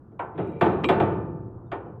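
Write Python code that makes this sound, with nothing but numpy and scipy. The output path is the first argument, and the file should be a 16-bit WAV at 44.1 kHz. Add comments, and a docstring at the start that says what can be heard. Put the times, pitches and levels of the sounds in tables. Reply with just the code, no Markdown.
"""Twist lock on a trailer

Outdoors in a yard, one microphone close to a steel twist lock worked by hand. The pin knocks,
scrapes down its sleeve, drops into the bracket and bounces; the handle is set down last. Each blow
runs through the steel frame, treble first and bass after, and leaves it ringing over a low rumble."""
import sys
import numpy as np
from scipy import signal
from scipy.fft import rfft, irfft
from scipy.io import wavfile
from scipy.ndimage import uniform_filter1d

SR = 44100
rng = np.random.default_rng(int(sys.argv[2]) if len(sys.argv) > 2 else 0)


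def master(y):
    """Save y as 16-bit WAV."""
    cut = np.clip(np.atleast_2d(y).T, -1, 1)
    pcm = np.round(cut * 32767)  # scale
    wavfile.write(sys.argv[1], SR, pcm.astype(np.int16))


N = 88200

# rumble of the yard: frequency_hz, octave_level_db
YARD_COLOUR = [(20, -81), (40, -70), (70, -56), (110, -50), (200, -54), (350, -54), (600, -66), (1200, -67),
               (1600, -73), (2100, -91), (4000, -99), (8000, -98), (15000, -97)]
# handle rubbing as it turns: time_s, level_db
RUB_LEVELS = [(1.452, -69), (1.55, -57), (1.658, -60), (1.75, -56), (1.92, -56), (2.0, -65)]
# its friction noise: frequency_hz, octave_level_db
RUB_COLOUR = [(100, -8), (350, 1), (600, -4), (1000, 0), (1400, -7), (1900, -34), (4000, -55), (15000, -65)]
# pin scraping down the sleeve: time_s, grind_db, singing_db
SLIDE_LEVELS = [(0.331, -48, -87), (.365, -34.5, -72), (0.409, -30, -67.5), (.45, -41.5, -63.5),
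                (.50, -34.5, -63.5), (.56, -40.5, -62), (.61, -42, -59)]
# its grinding: frequency_hz, octave_level_db
GRIND_COLOUR = [(50, -13.5), (120, 6), (220, -1.5), (380, 7), (700, -11), (1200, -21), (1900, -25.5),
                (2450, -24), (3000, -33), (3750, -36.5), (4500, -62), (9000, -57), (15000, -62)]
# grit in the sleeve: start_s, level_db
GRIT_TICKS = [(.449, -71), (.474, -64.5), (.498, -66.5), (.520, -71.5), (.598, -68)]
# one tick of grit: frequency_hz, octave_level_db
GRIT_COLOUR = [(2000, -13), (5500, -7.5), (9000, 3), (11000, -3.5), (13000, -22.5)]

# sleeve around the pin: pitch_hz, level_db, t60_s
SLEEVE_MODES = [(1160, -9, .06), (1170, -7, 0.084), (2310, -5.5, 0.1), (2357, -2.5, 0.11),
                (2440, -4, 0.095), (2740, -10, 0.078), (3220, -19.5, 0.11), (3830, -16, .1)]
# cone on top of the pin: pitch_hz, level_db, t60_s
CONE_MODES = [(952, -0.5, .16), (1030, 5.5, 0.064), (1020, -7, 0.48), (1100, -10, 0.35), (1377, -9.5, 0.28),
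              (1540, -11.5, 0.32), (2395, -17, 0.1), (7670, -46, 0.22)]
# high ring of the pin: pitch_hz, level_db, t60_s
PIN_MODES = [(7660, -53, .15), (7750, -49, .15), (9340, -60, .08), (11750, -57, .08), (13000, -60, .16),
             (13260, -62, .16)]
# handle: pitch_hz, level_db, t60_s
HANDLE_MODES = [(700, -1, .15), (775, -9, .25), (1071, -11, .25), (1330, -13, .25), (1459, -7, .24),
                (1830, -13, .26), (2330, -20, .13), (3230, -18, .14), (3560, -24, .13), (4630, -35, .1),
                (4720, -36, .1), (6760, -48, .13), (6930, -45, .13)]
# bracket: pitch_hz, level_db, t60_s
BRACKET_MODES = [(1510, -16.5, 0.38), (1484, -32.5, 0.2), (1770, -27, 1), (2040, -29.5, .33),
                 (2170, -25, .25), (2733, -27, 0.49), (3120, -29, 0.24), (3180, -29, 0.28),
                 (3417, -19.5, 0.16), (3840, -26.5, 0.13), (4590, -44.5, .28)]
# strongest modes of the frame: pitch_hz, level_db, t60_s
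FRAME_MODES = [(98.8, -17, 1.95), (117, -26, 9), (157, -17.5, 1.8), (211.4, -16, 1.0), (314.5, -17.5, 1.3),
               (340, -18, 1.8), (378, -9, 1.19), (439.3, -12, 0.85), (503.6, -15, 1.4), (566, -27.5, 0.74),
               (678, -19, 1.3), (711, -4.5, 0.48), (835, -20, .7), (882.8, -13.5, 1.21), (911, -20, 0.84),
               (1115, -29, 0.45), (1190, -23, 1.2), (1290, -27, 0.62), (1320, -25, 0.41), (1455, -19, .7),
               (2385, -34, .72), (2400, -35, .7), (2536, -34, .72), (2620, -36, 0.6), (2980, -36.5, 0.57),
               (3030, -38, .6)]
# dense ringing of the frame: frequency_hz, octave_level_db
FRAME_COLOUR = [(30, -39), (60, -21), (100, -8.5), (190, -1), (260, -3.5), (370, 6), (520, 0), (700, 4),
                (1000, -0.5), (1400, -4), (1900, -10), (2400, -9.5), (3000, -15), (3700, -16), (4400, -28),
                (5800, -39.5), (7500, -36.5), (9000, -44.5), (13000, -33), (15500, -50.5)]
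# quick decay while a blow spreads into the frame: frequency_hz, t60_s
SPREAD_T60 = [(100, 0.084), (500, 0.27), (1500, 0.18), (4000, 0.082), (12000, 0.046)]
# long decay of the undamped frame: frequency_hz, t60_s
FRAME_T60 = [(80, 2.6), (200, 1.52), (400, 1.29), (650, 0.89), (1000, 0.92), (1500, 0.87), (2100, 0.62),
             (2600, .58), (3700, .5), (6000, 0.41), (14000, .3)]

# pin clacking on the bracket: start_s, level_db, body_db, t60_s, pin_db, sleeve_db, crack_db
CLACKS = [(0.837, -25, -3.5, .05, -4.5, -12.5, -8.5), (0.8432, -20.5, -1, .055, 7, -4.5, 5),
          (0.8531, -34, 8, 0.087, 23, -12.5, -16)]
# dense part of a clack: frequency_hz, octave_level_db
CLACK_COLOUR = [(60, -29), (200, -6), (380, 4), (700, -8.5), (1250, 2.5), (1750, -23.5), (2400, -9),
                (3000, -7), (3700, -16), (4600, -28), (6500, -35.5), (9000, -45.5), (15000, -51.5)]
# snap of steel on steel: frequency_hz, octave_level_db
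CRACK_COLOUR = [(300, -36.5), (1200, 9.5), (2400, 0), (3800, -4.5), (5500, -22), (7500, -34.5),
                (10000, -38.5), (15000, -50)]
# a blow's boom, body, neutral middle, clang and tick: centre_hz
BLOW_BANDS = [130, 380, 950, 2600, 6500]
# blows on the frame: start_s, level_db, boom_db, body_db, clang_db, tick_db, long_ring_db,
# treble_t60_ratio, frame_modes_db, bracket_db, pin_db, handle_db
BLOWS = [ (0.117, -65, 11, 19, -9, -9, -15.5, 0.51, -1.5, -13, -30, -29),
         (0.1923, -29, -20.5, -13, -4.5, -29, -7, 0.44, -7, -14.5, -1, -24.5),
         (0.378, -37, 12.5, 7.5, 0.5, -13, -6, 0.85, 5.5, -4, -16.5, -24),
         (0.61, -18, 5, -1, -2, -1.5, -8.5, 1, -2, -1.5, -14, -8.5),
         (0.657, -28.5, 4, 4.5, -6.5, -7.5, -11, 0.78, -3, -9, -19, -3.5),
         (0.8868, -20, 3, 0.5, 4, 4, -9, 0.62, 4, 6.5, 9, -7),
         (0.9986, -22.5, 6, -1.5, -3, -8, -7.5, 1, 3.5, -7, 3, -19),
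         (1.716, -31, -4, -2.5, 0, -13, -9.5, 0.53, -4, -10.5, -40, 1),
         (1.857, -55.5, 20.5, 14.5, -18, -20, -11.5, .5, 11, -18, -28, -13)]

TIME_S, BIN_HZ = np.arange(N) / SR, np.fft.rfftfreq(N, 1 / SR)


def amp(db):
    """Decibels to gain."""
    return 10 ** (np.asarray(db) / 20)


def read(points, hz):
    """Reads a table on a log-frequency axis."""
    table_hz, values = np.transpose(points)
    return np.interp(np.log(hz + 1), np.log(table_hz), values)


def add(mix, start_s, sound):
    """Mixes a sound in at a time."""
    part = mix[round(start_s * SR):][:len(sound)]
    part += sound[:len(part)]


def coloured(white, colour):
    """Spectrum of a white signal shaped to levels per octave."""
    return rfft(white) * amp(read(colour, BIN_HZ)) * np.sqrt(SR / 2 / np.log(2) / (BIN_HZ + 10))


def fade(t, t60):
    """Free decay of a vibration."""
    return np.exp(-np.log(1000) * t / t60)


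def scaled_t60(t60, hz, treble_ratio, corner_hz=1980):
    """Ring time with the treble scaled by a ratio; below 1, a hand on the lock damps it."""
    return t60 * treble_ratio ** (hz ** 2 / (hz ** 2 + corner_hz ** 2))


def build_up(t, hz, travel_at_1khz_s=0.0035):
    """Low bending waves travel more slowly, so the treble reaches the microphone first."""
    travel_s = travel_at_1khz_s * (1000 / hz) ** 0.92
    return 1 - np.exp(-(t / travel_s) ** 2)


def ring(modes, treble_ratio=1):
    """Separate modes set off by one blow; neighbours swing in opposite directions."""
    out = np.zeros(N)
    for k, (hz, db, t60) in enumerate(modes):
        t = TIME_S[:int(2 * t60 * SR)]
        envelope = fade(t, scaled_t60(t60, hz, treble_ratio)) * build_up(t, hz)
        add(out, 0, (-1) ** k * amp(db) * envelope * np.sin(2 * np.pi * hz * t))
    return out


def dense_ring(colour, envelope, bands=28):
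    """Countless close modes: bands of random vibration, each under its own envelope."""
    centres_hz = np.geomspace(50, 15000, bands)
    band_index = np.interp(np.log(BIN_HZ + 1), np.log(centres_hz), np.arange(bands))
    spectrum = coloured(rng.choice([-1., 1.], N), colour)
    out = np.zeros(N)
    for k, hz in enumerate(centres_hz):
        band = irfft(spectrum * np.maximum(1 - abs(band_index - k), 0), N)
        out += band * build_up(TIME_S, hz) * envelope(TIME_S, hz)
    return out


def yard_rumble():
    """Steady low noise of the open air around the trailer."""
    return irfft(coloured(rng.standard_normal(N), YARD_COLOUR), N)


def handle_rub(squeak_start_s=1.656, squeak_length_s=0.043, squeak_hz=3650, squeak_db=-83.5):
    """Soft friction of the turning handle, with one tiny squeak."""
    times, db = np.transpose(RUB_LEVELS)
    friction = irfft(coloured(rng.standard_normal(N), RUB_COLOUR), N)
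    friction *= amp(np.interp(TIME_S, times, db, left=-np.inf))
    t = np.arange(0, squeak_length_s, 1 / SR)
    squeak = np.hanning(len(t)) * np.sin(2 * np.pi * squeak_hz * t)
    add(friction, squeak_start_s, amp(squeak_db) * squeak)
    return friction


def crack(colour, t60):
    """The brief snap of a hard contact, on steel or grit."""
    burst = rng.choice([-1., 1.], N) * fade(TIME_S, t60)
    burst = np.roll(burst, 24)  # room for the colouring to spread ahead of the attack
    return irfft(coloured(burst, colour), N) * (TIME_S < 0.1)


def pin_slide(slips_per_s=610, spread_db=3.5, low_t60=0.14, high_t60=0.02, split_hz=5000):
    """Tiny slips of the falling pin, each stirring the frame and ringing the sleeve."""
    times, grind_db, singing_db = np.transpose(SLIDE_LEVELS)
    slips = (rng.random(N) < slips_per_s / SR) * rng.choice([-1., 1.], N)
    slips *= amp(spread_db * np.minimum(rng.exponential(1, N), 4))
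    slips = slips / slips.std() * (TIME_S > times[0]) * (TIME_S < times[-1])

    def envelope(t, hz):
        decay = fade(t, low_t60 if hz < split_hz else high_t60)
        return decay / np.linalg.norm(decay)
    frame = dense_ring(GRIND_COLOUR, envelope)
    sleeve = ring(SLEEVE_MODES, treble_ratio=2.3)
    sleeve /= np.linalg.norm(sleeve)
    grind = signal.fftconvolve(slips * amp(np.interp(TIME_S, times, grind_db)), frame)
    singing = signal.fftconvolve(slips * amp(np.interp(TIME_S, times, singing_db)), sleeve)
    return (grind + singing)[:N]


def pin_clack(level_db, body_db, t60, pin_db, sleeve_db, crack_db, body_t60=0.17, body_top_hz=550):
    """A hard, short hit on the bracket that rings pin and sleeve and barely stirs the frame."""
    def envelope(t, hz):
        return amp(body_db) * fade(t, body_t60) if hz < body_top_hz else fade(t, t60)
    knock = dense_ring(CLACK_COLOUR, envelope)
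    rings = amp(pin_db) * ring(PIN_MODES) + amp(sleeve_db) * ring(SLEEVE_MODES)
    snap = amp(crack_db) * crack(CRACK_COLOUR, t60=0.006)
    return amp(level_db) * (knock + rings + snap)


def mode_clusters(depth_db=2.8, ring_s=0.008, lower_edge_hz=1000):
    """Close modes bunch at random: peaks and valleys in the frame's response, the same for every blow."""
    paths = rng.standard_normal(N) * TIME_S * np.exp(-2 * TIME_S / ring_s)
    ripple = rfft(paths / np.linalg.norm(paths)) * np.sqrt(2)
    treble_share = BIN_HZ / np.hypot(BIN_HZ, lower_edge_hz)
    gain = np.exp(ripple * np.log(amp(depth_db)) * treble_share)
    local_power = uniform_filter1d(abs(gain) ** 2, size=1200)
    return gain / np.sqrt(local_power)


def frame_blow(clusters, level_db, boom_db, body_db, clang_db, tick_db, long_ring_db,
               treble_ratio, frame_modes_db, bracket_db, pin_db, handle_db):
    """A clunk that spreads quickly into the frame and rings on there and in the parts of the lock."""
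    tone = list(zip(BLOW_BANDS, [boom_db, body_db, 0, clang_db, tick_db]))

    def envelope(t, hz):
        spread = fade(t, read(SPREAD_T60, hz))
        long_ring = amp(long_ring_db) * fade(t, scaled_t60(read(FRAME_T60, hz), hz, treble_ratio))
        return amp(read(tone, hz)) * np.hypot(spread, long_ring)
    frame = irfft(rfft(dense_ring(FRAME_COLOUR, envelope)) * clusters, N)
    frame += amp(frame_modes_db) * ring(FRAME_MODES, treble_ratio)
    bracket = amp(bracket_db) * ring(BRACKET_MODES, treble_ratio)
    pin = amp(pin_db) * ring(PIN_MODES)
    handle = amp(handle_db) * ring(HANDLE_MODES)
    return amp(level_db) * (frame + bracket + pin + handle)


def scene():
    """All contacts of the lock over the rumble of the yard, in mono."""
    mix = yard_rumble() + pin_slide() + handle_rub()
    clusters = mode_clusters()
    add(mix, 0.1927, amp(-27.5) * ring(CONE_MODES))  # the cone knocks once against the plate
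    for start_s, *blow in BLOWS:
        add(mix, start_s, frame_blow(clusters, *blow))
    for start_s, *clack in CLACKS:
        add(mix, start_s, pin_clack(*clack))
    for start_s, level_db in GRIT_TICKS:
        add(mix, start_s, amp(level_db) * crack(GRIT_COLOUR, t60=0.008))
    return mix[None]


def record(dry):
    """The recorder behind the microphone cuts off at 15.5 kHz."""
    low_pass = signal.firwin(511, 15500, window=("kaiser", 9), fs=SR)
    return signal.oaconvolve(dry, low_pass[None], "same")


dry = scene()
out = record(dry)
master(out)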